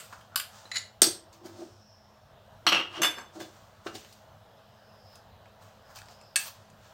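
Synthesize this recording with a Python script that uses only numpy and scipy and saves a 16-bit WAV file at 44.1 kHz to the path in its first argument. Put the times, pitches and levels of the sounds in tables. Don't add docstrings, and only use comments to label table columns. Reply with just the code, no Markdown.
import sys
import numpy as np
from scipy import signal
from scipy.fft import rfft, irfft
from scipy.io import wavfile
from scipy.ndimage import uniform_filter1d

SR = 44100
rng = np.random.default_rng(int(sys.argv[2]) if len(sys.argv) > 2 else 0)


def master_out(mix):
    frames = np.transpose(np.atleast_2d(mix))
    ceiling = np.clip(frames, -1, 1)
    pcm = np.round(ceiling * 32767).astype(np.int16)
    wavfile.write(sys.argv[1], SR, pcm)


def volts_from_db(level):
    exponent = np.asarray(level, float) / 20
    return 10 ** exponent


N = 305613
BLOCK = 88


def evened(x):
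    return x / np.sqrt(np.mean(x ** 2) + 1e-20)


def read(points, hz):
    point_hz, value = np.transpose(points)
    return np.interp(np.log(hz + 1), np.log(point_hz + 1), value)


def add(mix, start_s, sound):
    part = mix[round(start_s * SR):][:len(sound)]
    part += sound[:len(part)]


def band(x, lo_hz, hi_hz):
    sos = signal.butter(2, [lo_hz, hi_hz], "bandpass", fs=SR, output="sos")
    return evened(signal.sosfilt(sos, x))


def resonate(x, hz, width_hz):
    turn = np.exp(2j * np.pi * np.cumsum(hz * np.ones(len(x))) / SR)
    decay = np.exp(-np.pi * width_hz / SR)
    return 2 * (turn * signal.lfilter([1 - decay], [1, -decay], x / turn)).real


def swells(rows):
    peak_s, rise_s, fall_s, level_db = np.array(rows).T[:4, :, None]
    late_s = np.arange(N // BLOCK + 1) * BLOCK / SR - peak_s
    return volts_from_db(level_db - 20 * np.maximum(-late_s / rise_s, late_s / fall_s))


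def smooth(curve):
    return np.interp(np.arange(N) / BLOCK, np.arange(len(curve)), curve)


# frequency (Hz), relative density (dB per Hz)
AIR_SPECTRUM = [(12, -55.5), (20, -23.5), (69, -20), (102, 4.5), (131, -9.5), (211, -14), (321, -23.5),
                (350, -20.5), (612, -8.5), (1680, -19.5), (2290, -29), (3030, -23.5), (10700, -43),
                (15000, -36.5), (16300, -43)]
# time (s), relative level (dB)
AIR_SWELL = [(0, -1), (1.2, -1), (1.9, -3.5), (2.6, 1), (4.2, 0.5), (5.8, 0.5), (6.93, 1.1)]
# frequency (Hz), width of each resonance stage (Hz), level (dB)
HUM = [(100.4, 16, -64), (210.5, 9.6, -70.5), (646.6, 40, -67.5)]


def kitchen():
    frames, hz = N // 256 + 5, np.fft.rfftfreq(1024, 1 / SR)
    real, imaginary, patches = rng.standard_normal((frames, 513, 3)).T
    patches = uniform_filter1d(uniform_filter1d(patches, 10, 0), 14, 1)
    patches_db = 1.7 * evened(patches)
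    time_s, swell_db = np.transpose(AIR_SWELL)
    swell_db = np.interp(np.arange(frames) * 256 / SR, time_s, swell_db)
    spectrum = (real + 1j * imaginary) * volts_from_db(read(AIR_SPECTRUM, hz)[:, None] + patches_db + swell_db)
    air = volts_from_db(-58) * evened(signal.istft(spectrum, nperseg=1024, noverlap=768)[1][:N])
    noise = rng.standard_normal(N)
    hum = 0
    for hum_hz, width_hz, level_db in HUM:
        drone = resonate(resonate(noise, hum_hz, width_hz), hum_hz, width_hz)
        hum = hum + volts_from_db(level_db) * evened(drone)
    return air + hum


# resonances as frequency (Hz), width (Hz; at least 19 is played),
# relative level (dB); then the colour of its clatter as frequency (Hz), relative density (dB per Hz)
CUP = [(1123, 63, -6), (1510, 140, -2), (2960, 120, 0), (4850, 120, 2), (5000, 99, 0), (6750, 150, -7),
       (7270, 160, 0), (8350, 140, 0), (10140, 69, 4.5), (11760, 90, -1.5), (12920, 90, -6.5),
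       (13600, 110, 2), (14240, 69, -5)], [(180, -79), (300, -61.5), (1120, -3), (2270, -7), (3060, -4.5),
       (5980, -9.5), (10200, -5), (10900, -21), (13600, 0), (16300, -28.5)]
SPOON = [(1400, 270, -21), (1960, 160.7, -15), (2200, 76, -15), (2920, 100, -11), (4010, 70, 3.5),
         (4100, 100, -4), (4370, 75, -13), (5190, 83, -14), (6000, 142, -17), (6740, 90, -13.5),
         (6950, 130, -7), (10500, 97, -20.5), (12200, 82, -27.5)], [(180, -67), (300, -36.5), (1980, -8.5),
         (3500, -16.5), (4070, 1), (5500, -24), (7190, -17), (15200, -46.5), (16300, -101)]
HANDLE = [(1590, 120, -13), (3440, 34, -10.5), (3750, 62, -8.5), (4100, 21, -5.5), (4590, 49, -2),
          (5630, 34, -3), (6140, 46, -12), (7100, 140, -11.5), (8100, 100, -9.5), (8650, 31.24, -5.5),
          (10547, 40, -10), (12700, 28.26, -7), (15000, 190, -21), (15760, 44, -29)], [(59, -55.5),
          (100, -18), (344, -1.5), (696, -11.5), (1320, -11), (1560, -12.5), (2720, -9.5), (5740, -2.5),
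          (13200, -12.5), (16300, -21)]
MESH = [(1110, 31, -3), (1670, 120, 6), (2620, 110, 7), (4530, 260, 7), (4940, 120, -34), (7570, 100, -12),
        (8400, 120, 2), (8620, 75, 5), (10400, 120, 5), (12600, 300, 1)], [(180, -103), (300, -73),
        (647, -9.5), (1330, -6), (1680, 0.5), (3220, 0.5), (8350, 4.5), (14300, -15), (16300, -34)]
BOWL = [(770, 68, -18), (1226, 130, 7.5), (1337, 32, -16), (1800, 250, -10.5), (2083, 20, -26),
        (2670, 19, 6), (2757, 16, 3.5), (2844, 20, 9), (2887, 34, -5), (3084, 86, -3), (3250, 94, 4),
        (3500, 35, -22.5), (4190, 80, -4), (4384, 26, 3.5), (5590, 103, 1), (7930, 160, -11.5),
        (8900, 44, -39), (10300, 45, -10), (14050, 71, -12)], [(60, -46), (150, -19), (400, -9), (1200, -3),
        (3000, 1), (6000, -11), (8000, -26.5), (11000, -42), (16300, -59)]
RIM = [(1594, 59, -4), (2490, 22, -18), (2868, 61, -8), (3110, 54, -28), (3500, 17, 3.5), (4440, 73, -11.5),
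       (4620, 28, -10), (5220, 28, -3), (6280, 55, -5), (6200, 14, -10), (7350, 100, -8), (7720, 49, -6.5),
       (8500, 93, -14), (11200, 110, -18), (12180, 100, -11), (11500, 41, -24), (12700, 74, -29),
       (13800, 30, -29), (15000, 27, -31), (15200, 150, -39)], [(59, -55), (100, -32), (344, -3), (2060, 2),
       (2900, -1), (3160, -4), (3440, -11), (6800, -16.5), (11600, -9.5), (16300, -27)]
# start_s, thing, level_db (nominal peak), hardness (dB per octave), chatter t60 (s),
# pitch_hz that the struck spot favours
BLOWS = [(0, "cup", -34.5, -3, 0.2, 8000), (.126, "cup", -32, -10, 0.038, 1560),
         (.21, "cup", -45.5, -6, 0.068, 3200), (.358, "cup", -13, 3, 0.032, 4780),
         (.36, "cup", -16, -4.5, 0.019, 1310), (.373, "cup", -23, 1.2, 0.1, 4510),
         (.398, "cup", -21, -2, 0.034, 3160), (0.411, "cup", -32.5, .4, 0.054, 2600),
         (.654, "spoon", -38.5, -11, .04, 3830), (.715, "spoon", -22.5, -1.5, 0.044, 1982),
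         (.757, "spoon", -21.5, 7, 0.033, 4050), (.768, "spoon", -18.5, .3, 0.026, 4600),
         (.782, "spoon", -27, 6, 0.018, 7000), (1.018, "handle", 1, .87, 0.039, 8050),
         (1.03, "handle", -7, .3, 0.028, 5550), (1.04, "handle", -10.5, .3, .051, 4500),
         (1.067, "handle", -20, -0.78, .042, 4523), (1.328, "mesh", -47.5, 0, .03, 6800),
         (1.458, "mesh", -44.5, 4, 0.049, 4690), (2.666, "bowl", -6.5, 0.2, 0.069, 4200),
         (2.674, "bowl", -10, .6, .14, 2950), (2.688, "bowl", -14.5, 2.5, 0.061, 5700),
         (2.721, "bowl", -8.5, -1, 0.098, 2890), (2.746, "bowl", -12.5, -2, 0.21, 2770),
         (2.795, "bowl", -21.5, -5, 0.15, 3000), (3.018, "rim", -12.5, -0.4, 0.057, 6300),
         (3.031, "rim", -9.5, -0.2, 0.073, 2840), (3.045, "rim", -11.5, -0.5, 0.17, 3500),
         (3.403, "rim", -33, -3, 0.092, 4296), (3.411, "rim", -36, -7, 0.061, 735),
         (3.866, "bowl", -26, -3, 0.056, 1530), (3.952, "handle", -30.5, -4.5, .06, 4280),
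         (4.047, "mesh", -43, -7, 0.019, 2960), (4.126, "handle", -43.5, 1, .04, 4290),
         (5.155, "mesh", -44, .1, .03, 6800), (5.457, "mesh", -47, -11, 0.017, 2200),
         (5.624, "mesh", -51.5, -1, .03, 3952), (5.958, "mesh", -44, 0, 0.018, 8500),
         (5.968, "mesh", -40, -7, .015, 4800), (5.987, "mesh", -38.5, -2.1, 0.017, 1860),
         (6.017, "mesh", -38, -7.5, 0.013, 1700), (6.058, "mesh", -50, -4, .012, 7530),
         (6.085, "mesh", -41, -9.5, 0.016, 5000), (6.212, "mesh", -46.5, -3.5, 0.022, 7710),
         (6.358, "mesh", -9, 0.1, 0.053, 8400), (6.363, "mesh", -15.5, 0.2, .03, 1670),
         (6.374, "mesh", -29, -1, 0.043, 1690), (6.7, "mesh", -50.5, -2, 0.035, 6400)]
# the same columns, then swell time (s)
DRAGS = [(.27, "cup", -49, -13.5, .03, 1400, 0.079), (.724, "spoon", -24.5, 0.5, 0.05, 2050, .04),
         (2.87, "bowl", -35.5, -.3, 0.31, 2899, 0.1), (3.15, "rim", -34, -4, 0.21, 1040, 0.032)]
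RING_DB = {"cup": 0, "spoon": 3.5, "handle": -2, "bowl": 1, "rim": 1.5, "mesh": 0.5}


def struck(name, thing):
    modes, clatter = thing
    mode_hz, width_hz, mode_db = np.transpose(modes)[:, :, None]
    t, out = np.arange(SR // 2) / SR, np.zeros(N)
    f = np.fft.rfftfreq(len(t), 1 / SR)
    responses = volts_from_db(mode_db) / (1 + 2j * (f - mode_hz) / np.clip(width_hz, 19, 900))
    response = responses[::2].sum(0) - responses[1::2].sum(0)
    dense = volts_from_db(read(clatter, f))
    rows = [row for row in BLOWS + DRAGS if row[1] == name]
    for start_s, _, level_db, hardness, t60_s, spot_hz, *drag in rows:
        swell_s = sum(drag)
        rise = np.minimum(t / swell_s, 1) ** 2 if drag else 1 - np.exp(-t / 0.0004)
        contact = rise * volts_from_db(-60 * np.maximum(t - swell_s, 0) / t60_s)
        chatter, hiss, slips = rng.standard_normal((3, len(t)))
        bounce_db = 3.5 if drag else 2.2
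        contact = contact * volts_from_db(bounce_db * evened(uniform_filter1d(slips, 70)))

        spot_db = 9 * np.exp(-(np.log2(f / spot_hz + 1e-9) / 0.18) ** 2)
        tilt = volts_from_db(hardness * np.log2(f / 4000 + 0.03) + spot_db)
        push = chatter * contact
        if not drag:
            push[10] += 14
        ring = irfft(rfft(push) * response * tilt, len(t))
        ring = ring * np.clip(5 - 12 * t, 0, 1)
        hiss = contact * irfft(rfft(hiss) * dense * tilt, len(t))

        ring_db = RING_DB[name] + 0.087 * level_db
        blow = volts_from_db(ring_db) * ring / np.linalg.norm(ring) + hiss / np.linalg.norm(hiss)
        onset = blow[t < 1.5 * swell_s] if drag else blow[:300]
        add(out, start_s, volts_from_db(level_db - 10.5) * blow / np.std(onset))
    return out


# peak_s, rise time (s), fall time (s), pressure as scrape level (dB),
# brightness as fizz over scrape (dB), weight as body over scrape (dB)
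STROKES = [(0.005, 0.03, 0.29, -56, -4.5, -17), (.132, 0.065, 0.17, -63.5, -20, 10.5),
           (.56, 0.13, 0.31, -54.5, -10, -0.3), (1.33, .01, 0.072, -57, -7, -14),
           (1.458, 0.024, 0.093, -53.5, -7, 0), (1.602, 0.13, 0.22, -57.5, -11, -0.8),
           (2.962, 0.079, 0.087, -56, -12.5, 12), (3.36, 0.05, .08, -54.5, -11, 1),
           (3.402, 0.0074, 0.085, -46, -9, -13), (3.55, .1, 0.43, -63.5, -9, 0.5),
           (3.867, 0.022, 0.055, -50, -10, 4), (3.95, .02, 0.091, -46.5, -9, -16),
           (4.1, 0.17, 0.23, -61.5, -5.5, -11), (5.158, 0.17, 0.059, -68, -1.1, 1.8),
           (5.625, .04, 0.22, -62, -6.5, 1.3), (5.912, 0.061, 0.055, -62, -5, 8),
           (5.958, 0.011, 0.063, -46.5, -6.5, -3), (6.11, 0.089, .1, -58, -8.5, -0.5),
           (6.4, 0.016, 0.081, -43.5, 1, -12), (6.478, 0.064, 0.029, -43, -2.5, -4.5),
           (6.55, 0.045, 0.28, -64.5, -16, -9), (6.845, 0.083, 0.37, -64, -8, -16)]


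def rubbing():
    click_size = volts_from_db(1.1 * np.minimum(rng.exponential(1, N), 5))
    catches = rng.random(N) < 9000 / SR
    grit = click_size * catches * rng.standard_normal(N)
    pressure = swells(STROKES)
    bright_db, weight_db = np.array(STROKES).T[4:]
    scrape = band(grit, 2200, 7500) * smooth(pressure.sum(0))
    fizz = band(grit, 9400, 17000) * smooth(volts_from_db(bright_db) @ pressure)
    body = band(grit, 640, 1520) * smooth(volts_from_db(weight_db) @ pressure)
    return scrape + fizz + body


# frequency (Hz), t60 (s)
TILES = [(250, 0.2984), (1000, 0.32), (4000, 0.29), (12000, 0.24)]


def tiles(x):
    taps = np.zeros(SR // 2)
    at = np.arange(120, len(taps) - 20, 20)
    at = at + rng.integers(0, 20, len(at))
    taps[at] = rng.choice([-1., 1.], len(at))
    hz, t, spectrum = signal.stft(taps, SR, nperseg=128)
    decay = volts_from_db(-60 * t / read(TILES, hz)[:, None])
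    tail = signal.istft(spectrum * decay, SR, nperseg=128)[1]
    return signal.fftconvolve(x, tail / np.linalg.norm(tail))[:N]


# peak_s, rise time (s), fall time (s), level_db
ROCKING = [(1.024, 0.0036, .016, -19.5), (1.076, 0.012, 0.014, -30), (1.15, 0.052, 0.3, -59),
           (1.455, 0.039, 0.064, -43.5), (1.62, 0.092, .06, -42.5), (1.685, 0.061, 0.027, -49),
           (2.676, .015, .07, -33.5), (2.726, 0.034, 0.24, -44.5), (3.002, 0.035, 0.069, -34),
           (3.104, .1, 0.051, -51), (3.36, 0.014, 0.056, -44.5), (3.415, 0.059, 0.055, -39),
           (3.864, 0.0028, 0.028, -29.5), (3.958, 0.033, 0.016, -40.5)]
# frequency (Hz), width of the first stage (Hz), relative level (dB)
TABLE = [(140, 13, -7), (209.2, 12, -8), (324, 60, 1), (341, 31.2, 2.5), (446.3, 37, -14.5), (619, 31, -1),
         (755.6, 13, -7)]


def rocking():
    bumps = (rng.random(N) < 1500 / SR) * rng.standard_normal(N)
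    top = 0
    for hz, width_hz, level_db in TABLE:
        mode = resonate(resonate(bumps, hz, width_hz), hz, 3 * width_hz)
        top = top + volts_from_db(level_db) * evened(mode)
    return evened(top) * smooth(swells(ROCKING).sum(0))


# peak_s, rise time (s), fall time (s), level_db, pitch_hz of the hiss
SLIDES = [(1.9, .8, 0.44, -64, 5360), (2.4, .2, 0.16, -74.5, 3587), (5.16, .75, 0.061, -64, 5093),
          (5.3, .3, 0.65, -73, 3927), (5.88, .12, 0.25, -71.5, 5074), (6.09, .02, 0.26, -68, 4987),
          (6.28, .3, .09, -64, 5080)]


def sliding():
    gain = swells(SLIDES)
    pitch_hz = smooth(np.array(SLIDES)[gain.argmax(0), 4])
    hiss = resonate(resonate(rng.standard_normal(N), pitch_hz, 500), pitch_hz, 660)
    return evened(hiss) * smooth(gain.sum(0))


def scene():
    things = dict(cup=CUP, spoon=SPOON, handle=HANDLE, bowl=BOWL, rim=RIM, mesh=MESH)
    blows = sum(struck(name, thing) for name, thing in things.items())
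    near = blows + rubbing() + rocking() + sliding()
    highpass = signal.butter(3, 105, "highpass", fs=SR, output="sos")
    near = signal.sosfilt(highpass, near)
    return (near + volts_from_db(-5.5) * tiles(near) + kitchen())[None]


def band_limit(x):
    return signal.sosfilt(signal.butter(12, 16480, fs=SR, output="sos"), x)


def record(dry):
    rounded = 1.1 * np.tanh(dry / 1.1)
    lowpass = signal.firwin(255, 16300, fs=SR)
    limited = signal.oaconvolve(rounded, lowpass[None], "same")
    return band_limit(limited)


dry = scene()
out = record(dry)
master_out(out)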